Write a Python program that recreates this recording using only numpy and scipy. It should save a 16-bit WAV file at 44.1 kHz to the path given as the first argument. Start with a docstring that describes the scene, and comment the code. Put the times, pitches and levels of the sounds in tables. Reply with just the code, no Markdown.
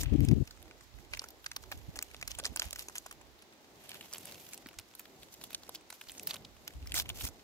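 """Small paper sachets crinkle, shake and tear in two hands over an open plastic bucket, close up, outdoors.
Each crease snaps and the bucket throws it back for a few ms; paper and powder rustle in between,
and fingers knock softly on the packets. A light wind buffets the two microphone ports separately
over a faint far hum and hiss."""
import sys
import numpy as np
from scipy.fft import rfft, irfft, next_fast_len
from scipy.io import wavfile
from scipy.ndimage import uniform_filter1d, map_coordinates

SR = 44100
rng = np.random.default_rng(int(sys.argv[2]) if len(sys.argv) > 2 else 0)


def unload_wav(signal):
    """Save mono or channel-first audio to the path in sys.argv[1] as 16-bit WAV at rate SR, clipped to [-1, 1]."""
    wavfile.write(
        sys.argv[1],
        SR,
        np.round(np.clip(np.atleast_2d(signal).T, -1, 1) * 32767).astype(np.int16),
    )


N = 327663


def amp(db):
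    """Decibels to gain."""
    return 10 ** (np.asarray(db) / 20)


def unit(x):
    """Scaled to rms 1."""
    return x / np.sqrt(np.mean(x ** 2) + 1e-20)


def along(points, hz):
    """Read (frequency, value) points on a log axis."""
    freqs, values = np.transpose(points)
    return np.interp(np.log(hz + 1), np.log(freqs + 1), values)


def curves(rows):
    """One automation curve for each column after the time."""
    times, *columns = np.transpose(rows)
    return [np.interp(np.arange(N) / SR, times, column) for column in columns]


def wobble(rate):
    """A smooth random curve, rate knots a second."""
    return map_coordinates(rng.standard_normal(int(N * rate / SR) + 4), [np.arange(N) * rate / SR])


def filtered(x, response):
    """x through a frequency response."""
    size = next_fast_len(N + 8192)
    return irfft(rfft(x, size) * response(np.fft.rfftfreq(size, 1 / SR)), size)[..., :N]


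def coloured(x, spectrum):
    """x through an EQ of (frequency [Hz], level [dB]) points, at rms 1."""
    return unit(filtered(x, lambda hz: amp(along(spectrum, hz))))


def steady_noise(spectrum, span_s):
    """Coloured stereo noise, its swells slower than span_s mostly levelled."""
    noise = coloured(rng.standard_normal((2, N)), spectrum)
    envelope = np.sqrt(np.abs(uniform_filter1d(noise ** 2, int(span_s * SR))))
    return unit(noise / (envelope + 0.21))


def gate(start, length, attack_s, release_s):
    """Rises, holds and lets go inside length seconds."""
    age = np.arange(N) / SR - start
    return np.clip(age / attack_s, 0, 1) * np.clip((length - age) / release_s, 0, 1)


def resonance(hz, centre_hz, width_hz):
    """A causal band-pass of peak gain 1."""
    return 1j * hz * width_hz / (centre_hz ** 2 - hz * hz + 1j * hz * width_hz)


# tone of the hiss: (frequency [Hz], level [dB])
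HISS_EQ = [(530, -1), (900, 3.5), (1450, 0.5), (3190, -1), (3920, -0.5), (7300, -6.5), (8760, -14),
           (14100, -13), (15900, -12), (16500, -43)]


def hiss():
    """A smooth bed of outdoor air, independent at each port."""
    return amp(-63.5) * coloured(rng.standard_normal((2, N)), HISS_EQ) * amp([[-.6], [.6]])


# tone of the hum: (frequency [Hz], level [dB])
HUM_EQ = [(53, -69), (90, -13.5), (199, -10), (368, -7.5), (468, -12), (815, -14), (1000, -22), (1600, -40),
          (2080, -21), (3520, -120)]
# its stereo image: (frequency [Hz], left-right correlation [0-1])
HUM_IMAGE = [(100, 1), (300, 0.8), (700, 0.83), (1500, 0)]
# its fader ride: (time [s], relative level [dB], bass shelf [dB])
HUM_RIDE = [(.6, -64, -10.5), (.89, -69.5, -15), (1.9, -65.5, -19), (2.24, -70.5, 1), (2.5, -62.5, -28),
            (2.87, -68, -5), (3.57, -68, -7.5), (3.76, -66, 0.5), (4.36, -62.5, 3), (4.96, -66, -1),
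            (5.4, -63, 0.5), (6, -67.5, -6.5), (6.35, -63, 8), (6.55, -66, 3.5), (6.89, -66, -7),
            (7.24, -64, -4), (7.43, -63, 2.5)]


def far_hum():
    """A distant, wavering hum, centred in the bass and wide higher up."""
    def mid_side(hz):
        spread = np.arccos(np.clip(along(HUM_IMAGE, hz), -1, 1)) / 2
        return amp(along(HUM_EQ, hz)) * [np.cos(spread), np.sin(spread)]

    mid, side = filtered(rng.standard_normal((2, N)), mid_side)
    hum = unit(np.array([mid + side, mid - side]))
    bass = filtered(hum, lambda hz: 1 / (1 + (hz / 210) ** 8))
    level_db, shelf_db = curves(HUM_RIDE)
    return amp(level_db + 3 + 2.6 * wobble(9)) * (hum - bass + amp(shelf_db) * bass)


def port_power(level_db, pan_db):
    """Wind power shared between the left and right port."""
    left_share = 1 / (1 + amp(-pan_db) ** 2)
    return 4 * amp(level_db) ** 2 * np.array([left_share, 1 - left_share])


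# the breeze on the ports: (time [s], relative level [dB], left over right [dB])
BREEZE_RIDE = [(.4, -60, -29), (.75, -66, -31), (1.05, -62.5, -36), (1.4, -70.5, -28.5),
               (1.65, -58.5, -33.5), (1.85, -56, -28), (2.05, -66, -25), (2.3, -55, -36), (2.55, -61, -28),
               (2.78, -60, -25.5), (2.9, -71, -26), (3.3, -65, -35), (3.5, -79.5, -17.5), (3.85, -74, -6.5),
               (4.5, -76, -2), (5, -78, -16), (5.6, -70, -8), (6, -79, -22.5), (6.55, -64, -14),
               (6.68, -72.5, 0.5), (6.85, -49, 0), (7.2, -53.5, 0), (7.3, -56.5, -14), (7.43, -75, 11)]
# single eddies: (start [s], length [s], relative level [dB], left over right [dB], bite [dB])
EDDY_CUES = [(-.03, .47, -37, 24, -11.5), (-.02, 0.064, -52, 16.5, -6.5), (0.044, 0.046, -32.5, 17, -27.5),
             (0.109, 0.059, -23.5, 36, -2), (0.171, 0.088, -25.5, 25, -5), (.265, 0.051, -27.5, 29.5, -2.5),
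             (0.298, .045, -21, 35, -1), (0.337, 0.056, -31, 21, 0.5), (0.394, 0.039, -24.5, 28.5, -8),
             (0.476, 0.039, -57.5, -31, -1), (0.574, 0.12, -61.5, -28, -3),
             (0.923, 0.097, -53.5, -33.5, -13), (1.1, 0.091, -56, -34, -11), (1.721, 0.082, -53, -1, -10),
             (1.793, 0.062, -56.5, -26.5, -10), (1.873, 0.029, -38, -6, -22),
             (1.944, 0.055, -55.5, -24, -8), (2.482, 0.057, -47, -35, -11), (2.645, 0.04, -44.5, -5, -18),
             (4.63, 0.0757, -66, -1, 3), (4.76, 0.056, -57.5, -5, -2), (5.184, 0.053, -66.5, 1, -1),
             (6.058, 0.086, -67, -6.5, -5), (6.74, 0.054, -46.5, 1, -20), (6.802, 0.051, -48, -1, -6),
             (6.916, 0.11, -49.5, -2, 3), (7.075, 0.064, -51.5, -12, -14), (7.223, 0.041, -38.5, 1, -5.5)]
# the wind's low rumble, and the bite and thump of strong gusts: (frequency [Hz], level [dB])
RUMBLE_EQ = [(12, -21), (20, -78), (43, 1.5), (59, 1), (116, -9.5), (172, -20), (300, -19.5), (390, -37),
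             (660, -120)]
BITE_EQ = [(100, -10), (170, -6.5), (266, -2), (451, -19.5), (609, -29.5), (679, -31.5), (1500, -76),
           (1950, -80), (3300, -120)]
THUMP_EQ = [(50, -42), (90, -3), (140, 1), (190, -34), (300, -92)]


def wind():
    """Eddies buffet each port on its own; strong gusts reach higher in pitch."""
    level_db, pan_db = curves(BREEZE_RIDE)
    power = port_power(level_db + 0.5 * wobble(35), pan_db)
    bite_power = np.zeros((2, N))
    for start, length, db, side_db, bite_db in EDDY_CUES:
        eddy = port_power(db, side_db)[:, None] * gate(start, length, attack_s=.016, release_s=.0081) ** 4
        power += eddy
        bite_power += eddy * amp(bite_db) ** 2
    rumble = steady_noise(RUMBLE_EQ, span_s=.04)
    bite = steady_noise(BITE_EQ, span_s=.018)
    thump = steady_noise(THUMP_EQ, span_s=.0263)
    strength = power / (power + amp(-29.5) ** 2)  # 0 in calm air, toward 1 in a strong gust
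    body = (1 - 0.45 * strength) * rumble + 0.52 * strength * thump
    return np.sqrt(power) * body + amp(-3) * strength * np.sqrt(bite_power) * bite


# fingers on the packets: (time [s], relative level [dB], pitch [Hz])
KNOCK_CUES = [(1.133, -48, 607), (1.714, -49.5, 613.7), (2.385, -43.5, 701), (2.43, -44, 577),
              (2.595, -45.5, 626), (2.729, -48.5, 603), (3.059, -45, 750), (4.66, -41, 271),
              (5.689, -42.5, 477), (6.307, -45, 644.7), (6.94, -40, 305.8)]


def finger_knocks(attack_s=.002, t60_s=.025):
    """A soft blow briefly rings the air in the packet: a hollow knock, dead centre."""
    out, t = np.zeros(N + SR), np.arange(SR // 20) / SR
    envelope = (1 - np.exp(-t / attack_s)) * amp(-60 * t / t60_s)
    for start, db, hz in KNOCK_CUES:
        out[round(start * SR):][:len(t)] += amp(db + 7.5) * envelope * np.sin(2 * np.pi * hz * t)
    return out[:N]


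# where the hands are: (time [s], lead of the left port [ms])
HAND_PATH = [(0, 0.14), (3.2, 0.17), (3.75, 0.21), (3.95, .1), (4.1, 0.028), (4.7, -0.049), (5.2, 0.1),
             (5.8, 0.03), (6.2, -0.068), (6.7, 0.13), (7.43, 0.12)]


def left_lead_ms(times):
    """How much sooner sound from the hands reaches the left port."""
    return np.interp(times, *np.transpose(HAND_PATH))


# Weight is the paper's low band and sparkle its top band, both set against the middle band's level.
# paper held between strokes: (time [s], level [dB], weight [dB], sparkle [dB])
HOLD_RIDE = [(0, -62.5, 12, -5.5), (.4, -62, 5, -6), (1, -64.5, 2.5, -7), (1.9, -62, 5, -4),
             (2.3, -60, 3, -8), (3, -60.5, 3, -6), (3.2, -64, 6, -6), (3.75, -63.5, 5.5, -7),
             (4, -61, 1.5, -0.5), (4.5, -59, 2.5, 3), (4.65, -62.5, 5, -7.5), (5.3, -63, 5, -5),
             (5.65, -61, 3, -6), (5.85, -63.5, 4.5, -10.5), (6.15, -58.5, 2, 0.5), (6.42, -63.5, 4.5, -6.5),
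             (6.93, -62, 5.5, -3.5), (7.43, -63, 4, -6.5)]
# paper and powder sliding: (peak time [s], level [dB], width [s], weight [dB], sparkle [dB])
SLIDE_CUES = [(.244, -56.5, 0.064, -1, -2), (.833, -59, 0.055, -1, -6), (1.003, -62.5, 0.1, 3.5, -3.5),
              (1.14, -52.5, 0.043, 4.5, -8.5), (1.227, -59.5, 0.067, 6, 0), (1.447, -62, 0.034, 0, 2),
              (1.63, -56, 0.018, -5, -1), (1.73, -54.5, 0.033, 0.5, -2), (2.309, -52.5, 0.046, 2.5, -1),
              (2.396, -53, 0.01, 10, -10), (2.468, -49.5, 0.033, -2, -6), (2.641, -48, .06, 0, -6),
              (2.805, -48, 0.04, -2.5, -1), (2.97, -51, 0.033, -2, -1), (3.062, -54, 0.021, 2, -10),
              (3.906, -56.5, 0.17, 5, -1), (3.956, -55, 0.018, 8.5, -3), (4.051, -61, 0.079, 4.5, -7),
              (4.147, -52.5, 0.045, 5.5, 1), (4.297, -54, 0.18, 0.5, -5), (4.529, -55.5, 0.026, -1, -6),
              (5.004, -64.5, 0.062, -7, 7), (5.217, -61, 0.078, -3.5, -4), (5.328, -51, 0.022, -26, -4),
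              (5.44, -53, 0.074, -7, -5), (5.522, -53.5, 0.043, -2, -8), (5.748, -54.5, 0.031, -3, -5),
              (5.939, -59.5, 0.052, 2.5, 3.5), (6.111, -57.5, 0.034, -17, -4),
              (6.292, -43.5, 0.034, -4, -3), (6.336, -56, 0.058, 7, -6), (6.675, -61.5, 0.02, 8, -12)]
# paper tearing: (start [s], length [s], level [dB], weight [dB], sparkle [dB])
TEAR_CUES = [(-.02, 0.074, -41, -10, -1), (6.945, 0.089, -38.5, -6.5, 0), (7.101, 0.019, -43, 3, -10),
             (7.142, .09, -54, -3, 1), (7.195, 0.11, -45.5, -5, 3.5)]


def paper_strokes():
    """Power envelopes of the middle, weight and sparkle bands: holding, sliding and tearing add up."""
    level_db, weight_db, sparkle_db = curves(HOLD_RIDE)
    power = amp([level_db, level_db + weight_db, level_db + sparkle_db]) ** 2
    t = np.arange(N) / SR
    for peak, db, width, weight_db, sparkle_db in SLIDE_CUES:
        near = slice(max(round((peak - 3 * width) * SR), 0), round((peak + 3 * width) * SR))
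        swell = amp(db - 17.5 * np.abs(t[near] - peak) / width)  # 17.5 dB down one width from the peak
        power[:, near] += (swell * amp([[0], [weight_db], [sparkle_db]])) ** 2
    for start, length, db, weight_db, sparkle_db in TEAR_CUES:
        rip = amp(db) * gate(start, length, attack_s=.0035, release_s=.044)
        power += (rip * amp([[0], [weight_db], [sparkle_db]])) ** 2
    return power


# tone of the rustle: (frequency [Hz], level [dB])
PAPER_EQ = [(290, -10), (600, 2.5), (1500, -5.5), (2700, 2), (4500, -1.5), (6800, -0.5), (9500, -3.5),
            (12000, 6.5), (15300, 0.5), (16500, -18)]


def rustle():
    """Tiny creases and fibres let go in clumps over a sliding hiss; the strokes ride it in three bands."""
    def moving(power, still_db):
        return np.sqrt(np.maximum(power - amp(still_db) ** 2, 0))

    clumps = amp(1.8 * wobble(90) + 2.2 * wobble(300))
    ticks = (rng.random(N) < .08) * amp(3 * rng.exponential(size=N).clip(0, 3)) * rng.standard_normal(N)
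    grain = clumps * (0.77 * unit(ticks) + 0.5 * rng.standard_normal(N))
    samples = np.arange(N)
    shift = left_lead_ms(samples / SR) * SR / 1000 / 2  # half the lead goes to each port
    direct = np.array([map_coordinates(grain, [samples + s * shift], mode="nearest") for s in (1, -1)])
    diffuse = 2.07 * unit(clumps) * rng.standard_normal((2, N))
    paper = coloured(unit(direct) + diffuse, PAPER_EQ)
    low = filtered(paper, lambda hz: 1 / (1 + (hz / 3500) ** 6))
    high = filtered(paper, lambda hz: 1 / (1 + (8500 / (hz + 1)) ** 8))
    middle, weight, sparkle = paper_strokes()
    sound = (moving(middle, still_db=-64) * unit(paper - low - high)
             + moving(weight, still_db=-57.5) * unit(low)
             + moving(sparkle, still_db=-71) * unit(high))
    return amp(-3) * sound * amp([[-.8], [.8]])


def small_creases(count=160):
    """Random snap cues, laid out like SNAP_CUES, thickest and loudest where the paper moves most."""
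    level, weight, _ = np.sqrt(paper_strokes())
    when, force = rng.random((count, 2)).T
    at = np.searchsorted(np.cumsum(level) / level.sum(), when).clip(SR // 100, N - 1)
    level_db = 20 * np.log10(level[at]) + 9 - 2 * np.log(force + 0.016)
    typical, spread = [5004, 2907, -17, -18.5, -17, -8.5], [1300, 140, 4, 2.87, 3.2, 1.7]
    timbre = typical + spread * rng.standard_normal((count, 6)).clip(-2, 2)
    timbre[:, 2:4] += 20 * np.log10(weight / level)[at, None]  # heavy strokes ring bucket and sheet more
    return np.column_stack([at / SR, level_db, timbre])


def snap_impulses(echo_db, common, own, ragged, release_at_s):
    """A faint noise lead-in, the crease's ragged click, then echoes partly unlike at each port."""
    age = np.arange(ragged.shape[-1]) / SR - release_at_s
    lead_in = amp(-32 + 60 * np.minimum(age, 0) / .02) * (age < 0)
    echoes = amp(echo_db - 60 * age / .016) * (1 - np.exp(-(age / .0017) ** 2)) * (age > 0)
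    release = amp(-11 - 60 * np.abs(age) / .008) * (age > -.0003)
    impulses = (lead_in + echoes)[:, None] * (1.32 * common + 0.69 * own) + (release * ragged)[:, None]
    impulses[..., round(release_at_s * SR)] = 1  # the click itself
    return impulses / np.linalg.norm(impulses, axis=-1, keepdims=True)


# broad rings of a snap, the bucket's and then the bright edge: (pitch [Hz], width [Hz])
BROAD_RINGS = [(1250, 1500), (12000, 8000)]
# narrow notes inside the bucket's ring: (pitch [Hz], width [Hz], level against that ring [dB])
BUCKET_MODES = [(990, 57, -24), (1490, 50, -17.5), (2300, 600, -12.5)]
# the featured creases; the last four columns are trims against the crease's own level:
# (time [s], relative level [dB], crease pitch [Hz], sheet pitch [Hz],
#  bucket [dB], sheet [dB], edge [dB], echo [dB])
SNAP_CUES = [(0.0326, -32.5, 5660, 1904, -14.5, -13, -3.5, -13),
             (0.0573, -42, 3735, 2332, -24, -4, -17.5, -5), (0.2049, -40, 4270, 2540, -16.5, -9, -8, -19),
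             (0.2492, -34.5, 7160, 2480, -33, -16, -8, -14.5),
             (0.2857, -29, 5250, 2400, -24.5, -12, -18, -16.5),
             (0.3125, -37, 4490, 2510, -12, -10, -15, -16),
             (0.4734, -38.5, 5400, 2900, -18, -15.5, -24, -3),
             (0.5077, -37, 4350, 2050, -19.5, -26, -18, -5.5),
             (0.6263, -46, 4210, 3450, -20, -8.5, -9, -21),
             (0.71, -45, 3690, 2569, -9.5, -13, -28.5, -15.5),
             (0.8076, -45.5, 4880, 2257, -10, -14.5, -17.5, -7),
             (0.9855, -54, 5650, 2280, 3.5, -19.5, -18.5, -13),
             (1.1349, -28, 4730, 2520, -17, -7, -22.5, -13),
             (1.148, -34.5, 5460, 3510, -14.5, -14.5, -20, -20),
             (1.1704, -36, 6960, 2486, -14, -6.5, -12, -4),
             (1.1932, -23.5, 5200, 2550, -41.5, -18.5, -32.5, -13),
             (1.218, -42, 4500, 2770, -1, -24, -13, -24), (1.2385, -38.5, 4440, 2332, -3.5, -25.5, -12, 0),
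             (1.286, -38.5, 5170, 2840, -31.5, -27, -11.5, -15),
             (1.304, -43, 5380, 3440, -26, -24.5, -9.5, -8), (1.4426, -47, 5386, 3440, -5.5, -5, -7, -20),
             (1.4609, -23.5, 5065, 2560, -14, -18.5, -36, -4),
             (1.515, -29, 4480, 2350, -12.5, -12.5, -23, -15),
             (1.5625, -23.5, 4970, 3100, -14.5, -20, -19.5, -6),
             (1.6364, -41, 4370, 3505, -12.5, -15.5, -15.5, -11),
             (1.715, -32, 5020, 2485, -11, -15.5, -10, -3.5), (1.7205, -34, 4510, 3350, -5, -11, -13.5, -2),
             (1.7749, -43.5, 7300, 3070, -22.5, -21, -19, -15), (1.957, -35, 5480, 2820, -16, -16, -16, -8),
             (1.962, -38.5, 6340, 1900, -8, -21, -14.5, -4), (1.971, -38, 6490, 2460, -25, -15, -15, -11),
             (1.989, -22, 5060, 1920, -27, -18, -33.5, -29), (2.0128, -41, 5080, 2180, -14, -13, -11, -13),
             (2.0248, -24, 6815, 2560, -24.5, -20, -13, -14),
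             (2.1122, -47, 6910, 2355, -19, -7.5, -18.5, -13),
             (2.1447, -36.5, 3760, 2515, -10, -14.5, -22, -20.5),
             (2.1647, -43, 5540, 3550, -23, -16, -16, -19),
             (2.2125, -32.5, 5050, 1920, -17, -16, -21.5, -13),
             (2.2263, -28, 5350, 2430, -16, -8, -13.5, -18),
             (2.2761, -25, 5670, 2490, -23, -20, -15.5, -9.5),
             (2.3073, -32.5, 4870, 3034, -19.5, -21, -10, -9),
             (2.3148, -29.5, 5260, 2740, -30, -12, -23.5, -19),
             (2.3493, -39, 6880, 3110, -29, -14, -10, -9), (2.386, -26, 6540, 3260, -21, -25, -10, -9),
             (2.3981, -27.5, 4390, 3330, -12, -25.5, -23.5, -13),
             (2.4374, -35, 5570, 3590, -19, -12, -18.5, -19),
             (2.4447, -25, 3980, 3400, -17, -15, -21.5, -8),
             (2.4526, -17.5, 5180, 2350, -18, -23.5, -26, -10),
             (2.4627, -22, 5590, 3100, -18.5, -22, -36, -13), (2.5605, -22, 5600, 2560, -17, -32, -12, -15),
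             (2.5712, -30, 4960, 3070, -17.5, -13, -16.5, -16.5),
             (2.5958, -16.5, 5600, 3530, -23.5, -26, -24, -15),
             (2.619, -25, 3720, 3075, -11.5, -9, -18.5, -27),
             (2.625, -31.5, 6140, 1920, -16, -19.5, -17, -16.5),
             (2.652, -40, 6800, 2193, -21, -18, -9, -11), (2.7077, -31, 7030, 2960, -27, -17.5, -15, -24.5),
             (2.7287, -25, 5580, 3460, -19.5, -24, -16, -12),
             (2.7586, -30.5, 5420, 3080, -14, -20, -16, -11.5),
             (2.7859, -40, 6890, 2458, -13, -10, -6, -8.5),
             (2.7926, -31, 4400, 2810, -24, -11.5, -9.5, -18),
             (2.8225, -34.5, 6290, 2620, -29.5, -30.5, -14, -8.5),
             (2.8842, -29, 6400, 2850, -19, -21.5, -24, -18),
             (2.8966, -44, 5490, 2037, -5, -15, -17, -15.5),
             (2.9539, -29.5, 7080, 3330, -13.5, -16.5, -18, -9),
             (2.9621, -30.5, 6120, 3170, -22, -23.5, -16.5, -18.5),
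             (2.981, -20, 6590, 3150, -35, -37, -31, -21), (3.0616, -33, 6040, 1920, -12, -34, -22, -9),
             (3.1108, -34.5, 6000, 3560, -14, -21, -11, -10),
             (3.1252, -42, 7220, 2740, -12.5, -15.5, -17.5, -16),
             (3.8921, -35, 4274, 3170, -41, -9, -11.5, -15.5),
             (3.916, -35, 3750, 2826, -19.5, -11, -23, -17),
             (3.9306, -44, 4780, 2880, -14, -12.5, -24, -10.5),
             (3.9434, -35, 3700, 2880, -17, -18, -15, -17.5), (3.972, -49, 3660, 2930, -13.5, -8, -10, -15),
             (4.0088, -37.5, 3640, 2660, -21, -9, -16, -8), (4.0264, -48, 3600, 3010, -16, -7.5, -18, -12),
             (4.057, -38.5, 3613, 3560, -29.5, -17, -23, -15.5),
             (4.1273, -35.5, 5340, 2455, -18, -33, -8, -22),
             (4.135, -32, 3830, 3400, -24.5, -20, -5.5, -21), (4.148, -42, 4716, 2997, -28, -28, -1, -18),
             (4.1815, -30.5, 7340, 3238, -23, -34.5, -23, -18),
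             (4.2546, -38.5, 7520, 2520, -29, -20.5, -5, -24),
             (4.286, -43.5, 4800, 2830, -22, -16, -14.5, -10),
             (4.3119, -44, 5470, 2850, -22, -17.5, -7, -15),
             (4.3216, -38, 4805, 3198, -21, -23, -10, -16.5), (4.344, -42, 3720, 3290, -23, -6, -18.5, -15),
             (4.4872, -41, 7270, 2464, -21, -27, -9.5, -7),
             (4.533, -29.5, 6160, 2310, -24, -22, -17.5, -13.5),
             (4.5418, -37, 5400, 2077, -33.5, -24, -6, 0.5), (4.576, -37, 5960, 2712, -39, -22, -14.5, -22),
             (4.6595, -42.5, 3740, 1940, -16, -8.5, -22, -11),
             (4.669, -43, 4270, 2730, -12.5, -12, -10, -21),
             (4.6866, -41.5, 4190, 2730, -19, -11.5, -9, -14),
             (4.7865, -32, 4580, 2352, -20.5, -19, -11.5, -11),
             (4.7956, -39.5, 4133, 3196, -16, -15.5, -12, -14),
             (4.9504, -42, 4168, 2410, -13.5, -23, -5, -12), (4.994, -36, 6440, 2950, -16, -18.5, -6, -8),
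             (5.0534, -39, 3850, 3240, -17.5, -13.5, -24, -8.5),
             (5.231, -45, 4450, 3090, -16.5, -15, -8.5, -19), (5.339, -39, 6900, 3350, -25, -23.5, -12, -7),
             (5.4124, -41.5, 4270, 2980, -16, -9, -12, -18.5),
             (5.438, -27.5, 3667, 3410, -28.5, -12.5, -14, -11),
             (5.505, -40, 3720, 3254, -21.5, -12, -9, -9.5), (5.5293, -36.5, 3877, 3260, -18, -13, -9, -7),
             (5.5464, -21.5, 4330, 3036, -29, -19, -16.5, -16),
             (5.6332, -33, 3810, 3490, -24.5, -32, -17.5, -21),
             (5.6921, -28, 3465, 3700, -16, -23, -13.5, -25),
             (5.7474, -35, 5000, 2720, -24.5, -18, -7.5, -6.5),
             (5.7553, -31, 4515, 3190, -33, -19, -25.5, -12.5), (5.901, -34, 4160, 2970, -15, -22, -12, 0),
             (5.9238, -37, 4040, 3296, -10, -32, -14, 0),
             (6.0117, -38.5, 3880, 2880, -11.5, -13.5, -5.5, -8.5),
             (6.086, -36.5, 4970, 3600, -38.5, -16, -12, -12),
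             (6.095, -33.5, 3540, 3090, -30, -10, -9.5, -11),
             (6.1178, -34, 7580, 2310, -36, -26, -20, -12.5), (6.1793, -34, 6640, 3090, -30, -29, -30, -9),
             (6.1953, -33.5, 7390, 2890, -33, -13, -30, -19),
             (6.2317, -45, 4750, 3520, -39.5, -19.5, 4, -17.5),
             (6.2707, -28.5, 5400, 3140, -24, -20.5, 3.5, -7),
             (6.3076, -21, 3870, 3164, -18.5, -19, -17.5, -5),
             (6.3337, -37, 6170, 2887, -18.5, -18.5, -15, -19),
             (6.3409, -26, 4020, 3446, -17.5, -22, -19, -10), (6.3575, -41, 6500, 3090, -12, -15, -13, -9),
             (6.3649, -36, 3800, 3400, -21.5, -9, -18, -18), (6.4473, -33, 3600, 3445, -26, -41, -41, -4),
             (6.6773, -30.5, 5560, 2870, -22, -11.5, -14.5, -15),
             (6.859, -51, 7160, 2330, -5.5, -9, -20, -11), (6.8721, -32, 5280, 2110, -34, -26, -15, -22.5),
             (6.9194, -33.5, 4200, 2765, -13, -7.5, -8.5, -20),
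             (6.9416, -22, 6960, 2300, -20.5, -17.5, -15, -14),
             (6.998, -20, 4540, 2794, -25, -8.5, -15, -15),
             (7.0574, -45.5, 4200, 2805, -10, -2.5, -12, -16),
             (7.0904, -29.5, 6290, 2870, -25.5, -10.5, -6.5, -9.5),
             (7.0984, -25.5, 3646, 3370, -21, -8.5, -22, -5), (7.2, -51, 7670, 2940, -22.5, -18, -8.5, -11),
             (7.2075, -32, 3530, 2687, -28, -15, -18, -12), (7.2493, -27.5, 6090, 2430, -19.5, -22, -9, 0),
             (7.2872, -35.5, 5900, 2220, -15, -28.5, -30, -23)]


def crease_snaps(size=2048, release_at_s=.003, cue_delay_s=.001):
    """Each crease is one sharp release ringing a cycle or two; the bucket walls scatter it back."""
    cues = np.vstack([SNAP_CUES, small_creases()]).T[..., None]
    times, level_db, crease_hz, sheet_hz, bucket_db, sheet_db, edge_db, echo_db = cues
    hz = np.fft.rfftfreq(size, 1 / SR)
    noise = rng.standard_normal((len(times), 4, size))
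    common, own, ragged = noise[:, :1], noise[:, 1:3], noise[:, 3]
    impulses = snap_impulses(echo_db, common, own, ragged, release_at_s)
    # the broad low and bright rings vary randomly in pitch from snap to snap
    bucket, edge = (resonance(hz, pitch * (1 + 0.24 * ragged[:, [k]]), width) ** 2 / np.sqrt(width)
                    for k, (pitch, width) in enumerate(BROAD_RINGS))
    for pitch, width, db in BUCKET_MODES:
        bucket += amp(db) * resonance(hz, pitch, width) / np.sqrt(width)
    crease = resonance(hz, crease_hz, 0.64 * crease_hz) ** 2 / np.sqrt(0.79 * crease_hz)
    sheet = resonance(hz, sheet_hz, 0.5 * sheet_hz) ** 2 / np.sqrt(0.19 * sheet_hz)
    tone = crease + amp(bucket_db + 9.5) * bucket - amp(sheet_db + 9) * sheet - amp(edge_db + 11.5) * edge
    lead_ms = np.clip(left_lead_ms(times) + 0.035 * ragged[:, [3]], -.25, .25)
    at = np.round((times + cue_delay_s - release_at_s) * SR).astype(int) + np.arange(size)
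    out = np.zeros((2, N + size))
    for port, sign in enumerate((1, -1)):
        arrival = np.exp(1j * np.pi * hz * sign * lead_ms / 1000)
        snaps = amp(level_db + 56 - sign * 0.66) * irfft(tone * rfft(impulses[:, port]) * arrival)
        out[port] = np.bincount(at.ravel(), snaps.ravel(), N + size)
    return out[:, :N]


def scene():
    """Paper up front, wind and distant air behind, at the two ports."""
    return crease_snaps() + finger_knocks() + rustle() + wind() + far_hum() + hiss()


def record(dry):
    """The microphones thin the lowest bass; a steep high cut closes off the top."""
    low_cut_hz, silent_above_hz = 30, 16200
    thinned = filtered(dry, lambda hz: 1 / (1 + (low_cut_hz / (hz + 1)) ** 4))
    return filtered(thinned, lambda hz: np.clip((silent_above_hz - hz) / 600, 0, 1) ** 2)


dry = scene()
out = record(dry)
unload_wav(out)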